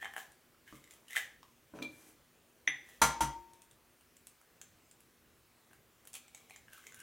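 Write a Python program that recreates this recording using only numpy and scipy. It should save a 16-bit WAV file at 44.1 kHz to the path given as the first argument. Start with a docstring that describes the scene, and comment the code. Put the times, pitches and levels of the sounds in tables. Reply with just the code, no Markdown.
"""Breaking eggs over a glass dish

A quiet kitchen, a near-mono microphone pair on hands working at a cloth-covered table.
Shells snap and crunch, each crack a bright tick plus the hollow ring of the half shell.
An egg is lifted from a china bowl, which drags on the cloth, and empty shells drop into it.
Two knocks of the egg on the rim set the glass dish ringing; room tone lies underneath."""
import sys
import numpy as np
from scipy import signal
from scipy.fft import rfft, irfft
from scipy.io import wavfile
from scipy.ndimage import uniform_filter1d

SR = 44100
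rng = np.random.default_rng(int(sys.argv[2]) if len(sys.argv) > 2 else 0)


def wav_out(sig):
    """Save sig, one row per channel (or a flat mono array), as 16-bit PCM at SR to the path in sys.argv[1]."""
    wavfile.write(sys.argv[1], SR, np.round(np.clip(np.atleast_2d(sig).T, -1, 1) * 32767).astype(np.int16))


N = 309582

# shell fractures: t/s, hollow ring level/dB, cup f/Hz, tick level/dB
SHELL_SNAPS = [(0.028, -26.5, 1890, -65), (0.046, -27.5, 2050, -51), (0.056, -25, 1730, -58),
               (0.1376, -33, 1740, -55), (0.165, -23.5, 1700, -48), (0.1804, -27.5, 1700, -53),
               (0.3192, -52, 1820, -59.5), (0.677, -45.5, 2150, -67), (0.754, -48, 2120, -61),
               (0.841, -46, 2130, -57.5), (0.8759, -47.5, 2050, -66), (0.9092, -48, 2140, -53.5),
               (0.9376, -62, 1380, -57), (1.0827, -41.5, 2970, -55), (1.1072, -38, 1980, -48.5),
               (1.1314, -29, 2070, -49), (1.1532, -30, 1410, -59), (1.1608, -17.5, 2000, -41),
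               (1.1671, -12.5, 1807, -40.5), (1.1774, -20.5, 2000, -49), (2.8895, -46, 1840, -59),
               (3.5346, -53, 920, -57.5), (3.6192, -70, 930, -54.5), (3.7118, -57, 3440, -58),
               (4.0099, -55.5, 2784, -63.5), (4.1675, -70, 2790, -55.5), (4.27, -59.5, 2970, -47.5),
               (4.4143, -51, 1394, -63), (4.6147, -46, 1567, -46), (4.9126, -70, 920, -56),
               (5.005, -69.5, 1616, -58.5), (5.712, -49.5, 1614, -73), (5.7322, -45.5, 1580, -60),
               (6.0531, -54, 1540, -58.5), (6.073, -59, 3410, -48), (6.132, -52, 3420, -48.5),
               (6.14, -51, 3120, -43), (6.1524, -41.5, 3160, -44.5), (6.2812, -50, 2260, -58),
               (6.348, -41.5, 2230, -47.5), (6.4978, -47.5, 1940, -57), (6.5084, -38, 2390, -58),
               (6.5608, -42.5, 1870, -52), (6.683, -41, 1660, -78), (6.7324, -40, 1626, -53),
               (6.7794, -42.5, 1340, -57), (6.84, -45, 1600, -61), (6.8684, -36.5, 2170, -49.5),
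               (6.9224, -43, 1530, -58), (6.9442, -41, 1580, -49.5), (6.9917, -57, 1680, -56),
               (7.002, -44, 1660, -50.5)]
# shell set against shell, china or table without breaking: columns as for the fractures
SHELL_BUMPS = [(0.547, -52.5, 1320, -74), (0.726, -39, 1180, -64), (1.4305, -40, 1065, -59),
               (1.7886, -34.5, 1460, -64), (1.8256, -38, 2440, -40), (2.677, -7, 1988, -42)]
# bouts of shell being torn or rubbed: peak t/s, length/s, hollow level/dB, bright level/dB, cup f/Hz
CRUNCH_BOUTS = [(0.026, 0.21, -49, -60, 1790), (0.183, 0.096, -55, -50, 1770),
                (0.681, .1, -59.5, -65, 1700), (0.748, 0.16, -66, -63, 2150),
                (0.919, 0.14, -72, -63.5, 2100), (1.127, 0.19, -50, -55.5, 1890),
                (1.168, 0.082, -38, -42, 1720), (2.895, 0.27, -62, -62.5, 1880),
                (6.074, 0.06, -73.5, -70, 1810), (6.152, 0.055, -53, -48.5, 2540),
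                (6.263, 0.22, -70, -87, 2420), (6.377, .25, -70, -67, 2300), (6.534, .2, -64, -70, 2170),
                (6.738, .16, -59.5, -59.5, 1540), (6.87, 0.29, -65.5, -67, 2040),
                (6.995, 0.27, -59, -70, 1570)]
# modes of the half shell's hollow: ratio to cup pitch, width/Hz, level/dB
CUP_MODES = [(0.998, 200.8, 2.5), (1.35, 296.8, -7.5), (1.75, 260, -6)]
# lower modes of shell and yolk: f/Hz, width/Hz, level/dB
BODY_MODES = [(797, 75, 6), (990, 130, 3), (523, 200, -4.5)]
# spans in which the handled shell still holds its yolk: from t/s, to t/s
YOLK_SPANS = [(0, .25), (2.8, 6.6)]
# spectrum of a brittle fracture: f/Hz, level/dB
FRACTURE_SPECTRUM = [(290, -33), (500, -1), (1320, -4), (3300, 5.5), (4000, 0.5), (4800, -5), (5600, 0.5),
                     (6600, 2.5), (8580, 0), (16000, -2)]
# egg on the rim: t/s, crush level/dB, crush decay/s, crush tilt/(dB/octave), table level/dB,
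# glass level/dB, glass hardness/(dB/octave), hush of the still-point modes/dB
RIM_KNOCKS = [(3.0167, -21, 0.026, -1.5, -38, -0.3, 0.06, -0.2),
              (3.2069, -31, 0.023, -1, -38, -2.5, -2.1, -11.5)]
# shell caving in on glass: f/Hz, level/dB
CRUSH_SPECTRUM = [(100, -43), (200, -16.5), (514, -17.5), (905, -6.5), (1360, -9), (2000, -11.5),
                  (4670, -17.5), (6020, -11.5), (11000, -15.5), (16000, -26)]
# glass dish: f/Hz, level/dB, t60/s, whether a knock beside the mode's still point hushes it
DISH_MODES = [(350, -46, .8, False), (628, -44, .2, True), (921, -27.5, .72, False), (927, -22, .15, False),
              (1030, -29, .2, True), (1163, -42, .4, False), (1390, -20, .23, True), (1947, -40, .3, False),
              (2328, -37, .2, True), (3252, -42.5, .33, False), (3260, -40.5, .36, False),
              (3695, -43.5, .13, False), (4055, -35, .22, True), (5975, -32, .15, True),
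              (6007, -31.5, .18, False), (7185, -38.5, .15, True), (8580, -47.5, .16, False),
              (9900, -41.5, .13, False)]
# china bowl: f/Hz, level/dB, t60/s
BOWL_MODES = [(2370, 0.5, 0.09), (4870, -41.5, 0.091), (5460, -27.5, 0.055), (5840, -12.5, .09),
              (6040, -11.5, 0.13), (6130, -9.5, 0.1), (6100, -14.5, .09), (10900, -30.5, 0.18)]
# taps on the bowl: t/s, level/dB, hardness/(dB/octave), contact/s
BOWL_HITS = [(1.758, -64, 4, 0.0034), (1.789, -62, 7, 0.0019), (1.822, -38, -9, 0.00053),
             (1.845, -30.5, -24, 0.0051), (2.674, -31.5, 5, 0.0018)]
# table top: f/Hz, level/dB, t60/s
TABLE_MODES = [(59, -1.5, .33), (65, -2.5, 0.35), (110, -6, 0.33), (140.3, -1.5, 0.28), (216, -3.5, 0.17),
               (262, -8, .2), (300, 4, 0.13), (430, -15, 0.35), (515, -14.5, 0.11), (573.5, -12, .15),
               (1000, -20, 0.078), (1470, -23, 0.023)]
# fingers and bowl landing on the table: t/s, level/dB, hardness/(dB/octave), contact/s
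TABLE_HITS = [(0.7265, -53.5, 5.5, 0.00048), (1.7368, -47, 9, 0.0012), (1.788, -45.5, 9.5, 0.002),
              (2.675, -53.5, 6.5, 0.0016)]
# the bowl dragging on the cloth: t/s, table rumble level/dB, rustle level/dB
DRAG_CURVE = [(1.74, -51, -99), (1.768, -48, -76), (1.816, -58, -80), (1.822, -40.5, -69),
              (1.892, -75, -73), (1.93, -71, -65), (2.096, -68, -61), (2.2, -87, -93)]
# early echoes off table, chest and cupboards: delay t/s, level/dB
EARLY_ECHOES = [(.0045, -12.5), (.0093, -10.5), (0.0155, -14.5), (.022, -14), (0.028, -17.5)]
# decay of the kitchen: f/Hz, t60/s
ROOM_DECAY = [(100, .45), (500, 0.52), (1800, 0.39), (5000, 0.4), (13000, 0.19)]
# reverberation that reaches the two microphones in opposite phase: f/Hz, level/dB
ROOM_SIDE_SPECTRUM = [(60, -13), (400, -17), (1200, -13), (2400, -41), (7000, -6), (10000, -8),
                      (12000, -39.5)]
# room tone and hiss: f/Hz, relative level/dB
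ROOM_TONE_SPECTRUM = [(15, -38), (25, -3.5), (137, -2), (170, -3), (206, -14), (249, 0), (270, -17),
                      (344, -4), (775, -11), (840, -12), (1190, -10.5), (1560, -12.5), (2480, -14),
                      (3920, -18), (16000, -20.5)]
# likeness of the room tone at the two microphones: f/Hz, correlation
ROOM_TONE_LIKENESS = [(60, 1), (180, 0.81), (550, 0.94), (1650, 1), (4970, 1), (15000, 0.95)]
# two wavering hums and a thin high hiss: f/Hz, width/Hz, level/dB
HUM_BANDS = [(241, 11, -79.5), (320, 20, -83.5), (15000, 440, -83)]
# imbalance of the microphone pair: f/Hz, left minus right level/dB
MIC_IMBALANCE = [(40, -4.5), (125, -2.5), (250, -0.6), (550, 1.5), (1650, 0.7), (4970, 0.1), (15000, 0.0)]
# microphone bass roll-off: f/Hz, level/dB
MIC_LOW_CUT = [(20, -9), (42, -6.5), (56, -0.5)]

FULL_DB, EMPTY_DB = -16.5, -36  # low body ring relative to the hollow ring, with and without yolk
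CHIP_HZ, BUMP_HZ, TICK_SCATTER_OCTAVES = 8840, 4450, .18  # tick pitch: flying chip, dull bump
LEAD_SHARE, HOLLOW_FADE_DB, BRIGHT_FADE_DB = 0.38, -35, -25.5  # crunch: swell over length; fade per length
ROOM_TONE_DB, DRIFT_DB, BAND_LIMIT_HZ = -67, 1.6, 16300


def shell_cracks():
    """Each fracture or bump is a tick plus the short hollow ring of the half shell."""
    out, t = np.zeros(N), np.arange(1500) / SR
    ratio, width, cup_db = np.transpose(CUP_MODES)
    body_hz, body_width, body_db = np.transpose(BODY_MODES)
    body = ring(body_hz, body_db, 1.7 / body_width)[:len(t)]
    cup_decay = gain_of(cup_db) * np.exp(-np.pi * width * t[:, None])
    build_up = 1 - np.exp(-(t / 0.0012) ** 2)  # the air in the cup takes a few cycles to build
    burst = np.exp(-t / 0.002) + 0.25 * np.exp(-t / 0.0054)  # the crack runs on after the first break
    burst /= np.sqrt(np.mean(burst[:130] ** 2))  # rms 1 over the first 3 ms
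    events = [(*row, CHIP_HZ) for row in SHELL_SNAPS] + [(*row, BUMP_HZ) for row in SHELL_BUMPS]
    noise = rng.standard_normal((len(events), len(t) + 1))
    chip_sizes, hisses = np.clip(noise[:, 0], -2, 2), colour(noise[:, 1:], FRACTURE_SPECTRUM)
    for (s, hollow_db, cup_hz, tick_db, usual_hz), size, hiss in zip(events, chip_sizes, hisses):
        cup = build_up * (cup_decay * np.sin(2 * np.pi * cup_hz * ratio * t[:, None])).sum(1)
        low_db = FULL_DB if any(start <= s < end for start, end in YOLK_SPANS) else EMPTY_DB
        add(out, s - .001, gain_of(hollow_db) * (cup + gain_of(low_db) * body))
        hz = usual_hz * 2 ** (TICK_SCATTER_OCTAVES * size)  # chip size sets the pitch
        tick = colour(hiss, [(hz * .36, -13), (hz * .73, -8), (hz, 0), (hz * 1.3, -9), (hz * 2.2, -18)])
        add(out, s, gain_of(tick_db) * unit_rms(tick) * burst)
    return out


def shell_crunch():
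    """Dense micro-cracks crackle and ring the half shell; each bout swells fast and fades."""
    out, cup_clicks = np.zeros(N), grains(per_s=700, spread_db=1.7)
    crackle = unit_rms(colour(grains(per_s=2500, spread_db=3.8), FRACTURE_SPECTRUM))
    for s, length, hollow_db, bright_db, cup_hz in CRUNCH_BOUTS:
        near = slice(max(round(s * SR) - SR // 2, 0), round(s * SR) + SR // 2)
        t = np.arange(N)[near] / SR - s
        from_peak = np.maximum(t, -t / LEAD_SHARE) / length
        cup = np.zeros(len(t))
        for ratio, width, db in CUP_MODES:
            mode = resonate(cup_clicks[near], cup_hz * ratio, width)
            cup += gain_of(db) * resonate(mode, cup_hz * ratio, 2 * width) / width
        out[near] += gain_of(hollow_db + HOLLOW_FADE_DB * from_peak) * unit_rms(cup)
        out[near] += gain_of(bright_db + BRIGHT_FADE_DB * from_peak) * crackle[near]
    return out


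def rim_crush():
    """The egg hits the rim: its shell caves in and the blow pushes the table."""
    out, t = np.zeros(N), np.arange(8000) / SR
    for s, crush_db, decay, tilt, push_db, *_ in RIM_KNOCKS:
        splinters = rng.standard_normal(len(t))
        splinters *= gain_of(1.5 * rng.standard_normal(len(t) // 40)).repeat(40)  # rough, about 1 ms a step
        envelope = (1 - np.exp(-t / .001)) * np.exp(-t / decay)
        spectrum = [(hz, db + tilt * np.log2(hz / 1000)) for hz, db in CRUSH_SPECTRUM]
        add(out, s - .001, gain_of(crush_db) * unit_rms(colour(splinters, spectrum)) * envelope)
        add(out, s, struck(TABLE_MODES, [(.004, push_db, -1.8, 0.0036)], pivot_hz=107))
    return out


def glass_dish():
    """The dish rings after each knock, less in the modes struck beside a still point."""
    out, (hz, db, t60, hushed) = np.zeros(N), np.transpose(DISH_MODES)
    for s, *_, blow_db, hardness, hush_db in RIM_KNOCKS:
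        add(out, s, ring(hz, db + blow_db + hardness * np.log2(hz / 1000) + hush_db * hushed, t60))
    return out


def struck(modes, hits, pivot_hz):
    """Bowl or table rings under each blow; a harder blow favours the modes above pivot_hz."""
    out, (hz, db, t60) = np.zeros(N), np.transpose(modes)
    for s, blow_db, hardness, contact in hits:
        add(out, s, ring(hz, db + blow_db + hardness * np.log2(hz / pivot_hz), t60, contact))
    return out


def bowl_drag():
    """Slips on the cloth rustle and shake the table; the bowl sings faintly."""
    t, (times, rumble_db, rustle_db) = np.arange(N) / SR, np.transpose(DRAG_CURVE)
    gate = np.clip(np.minimum(t - times[0], times[-1] - t) / 0.011, 0, 1)
    slip = rng.standard_normal(N)
    wood = sum(gain_of(db) * resonate(slip, hz, width=26) for hz, db, _ in TABLE_MODES[5:10])
    china = sum(gain_of(db) * resonate(slip, hz, width=17) for hz, db, _ in BOWL_MODES)
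    cloth = colour(slip, [(300, -10), (1500, 2.5), (4500, -6.5), (8000, .5), (13000, -1.5), (16000, -14)])
    rumble = gain_of(np.interp(t, times, rumble_db)) * unit_rms(wood)
    rustle = gain_of(np.interp(t, times, rustle_db)) * (cloth + gain_of(15) * china)
    return gate * (rumble + rustle)


def kitchen_reverb(x, tail_db):
    """Echoes off nearby surfaces, then a sparse tail from the room, in mid and side."""
    taps = np.zeros((2, SR // 2))
    arrivals = np.arange(300, SR // 2 - 20, 20) + rng.integers(0, 20, (2, (SR // 2 - 301) // 20))
    np.put_along_axis(taps, arrivals, rng.choice([-1., 1.], arrivals.shape), 1)
    hz, t, spectra = signal.stft(taps, SR, nperseg=512)
    decay = gain_of(-60 * t / curve_at(ROOM_DECAY, hz)[:, None])
    tail = signal.istft(spectra * decay, SR, nperseg=512)[1]
    mid, side = gain_of(tail_db) * tail / np.linalg.norm(tail[0])
    for s, db in EARLY_ECHOES:
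        add(mid, s, np.array([gain_of(db)]))
    side = colour(side, ROOM_SIDE_SPECTRUM)
    return signal.fftconvolve(x[None], np.array([mid + side, mid - side]), axes=1)[:, :N]


def room_tone():
    """The quiet kitchen: noise whose bands drift slightly in level, with faint hum and hiss."""
    frames, hz = N // 256 + 5, np.fft.rfftfreq(1024, 1 / SR)
    left_re, left_im, other_re, other_im, drift = rng.standard_normal((frames, 513, 5)).T
    drift = unit_rms(uniform_filter1d(uniform_filter1d(drift, size=10, axis=0), size=20, axis=1))
    likeness = curve_at(ROOM_TONE_LIKENESS, hz)[:, None]
    left = left_re + 1j * left_im
    right = likeness * left + np.sqrt(1 - likeness ** 2) * (other_re + 1j * other_im)
    shape = gain_of(curve_at(ROOM_TONE_SPECTRUM, hz)[:, None] + DRIFT_DB * drift)
    air = signal.istft(np.array([left, right]) * shape, nperseg=1024, noverlap=768)[1][:, :N]
    hum = sum(gain_of(db) * unit_rms(resonate(rng.standard_normal(N), f, width))
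              for f, width, db in HUM_BANDS)
    return gain_of(ROOM_TONE_DB) * unit_rms(air) + hum


def ring(hz, db, t60, rise=0.00072):
    """Sum of dying modes; t60 and rise in seconds."""
    t = np.arange(3 * SR // 4)[:, None] / SR
    return (gain_of(db - 60 * t / t60) * (1 - np.exp(-t / rise)) * np.sin(2 * np.pi * hz * t)).sum(1)


def resonate(x, hz, width):
    """A resonance width Hz wide: shifts hz down to zero, smooths, and shifts back."""
    carrier = np.exp(2j * np.pi * hz * np.arange(1, len(x) + 1) / SR)
    pole = np.exp(-np.pi * width / SR)
    return 2 * (carrier * signal.lfilter([1 - pole], [1, -pole], x / carrier)).real


def grains(per_s, spread_db):
    """Sparse clicks of random sign and uneven size."""
    size = gain_of(spread_db * np.minimum(rng.exponential(1, N), 4)) * rng.choice([-1, 1], N)
    return unit_rms(size * (rng.random(N) < per_s / SR))


def colour(x, points):
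    """Shapes x by a spectrum of f/Hz, level/dB."""
    hz = np.fft.rfftfreq(x.shape[-1], 1 / SR)
    return irfft(rfft(x) * gain_of(curve_at(points, hz)), x.shape[-1])


def curve_at(points, hz):
    """Interpolates on a log frequency axis."""
    f, value = np.transpose(points)
    return np.interp(np.log(hz + 1), np.log(f + 1), value)


def add(mix, s, sound):
    """Mixes a sound in at time s."""
    part = mix[max(round(s * SR), 0):][:len(sound)]
    part += sound[:len(part)]


def gain_of(db):
    """Decibels to gain."""
    return 10 ** (np.asarray(db) / 20)


def unit_rms(x):
    """Scales to rms 1."""
    return x / np.sqrt(np.mean(x ** 2) + 1e-20)


def scene():
    """Cracks and handling fill the room; glass and china reach the microphones mostly direct."""
    handling = shell_cracks() + shell_crunch() + rim_crush() + bowl_drag()
    handling += struck(TABLE_MODES, TABLE_HITS, pivot_hz=284)
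    rings = glass_dish() + struck(BOWL_MODES, BOWL_HITS, pivot_hz=2331)
    reverb = kitchen_reverb(handling + gain_of(-4.0) * rings, tail_db=-7.5)
    return handling + rings + reverb + room_tone()


def record(dry):
    """The microphone pair: bass roll-off and unequal sides, then the band limit."""
    hz = np.fft.rfftfreq(N, 1 / SR)
    response_db = np.outer([.5, -.5], curve_at(MIC_IMBALANCE, hz)) + curve_at(MIC_LOW_CUT, hz)
    pair = irfft(rfft(dry) * gain_of(response_db), N)
    low_pass = signal.firwin(511, BAND_LIMIT_HZ, window=("kaiser", 9), fs=SR)
    return signal.oaconvolve(pair, low_pass[None], "same")


dry = scene()
out = record(dry)
wav_out(out)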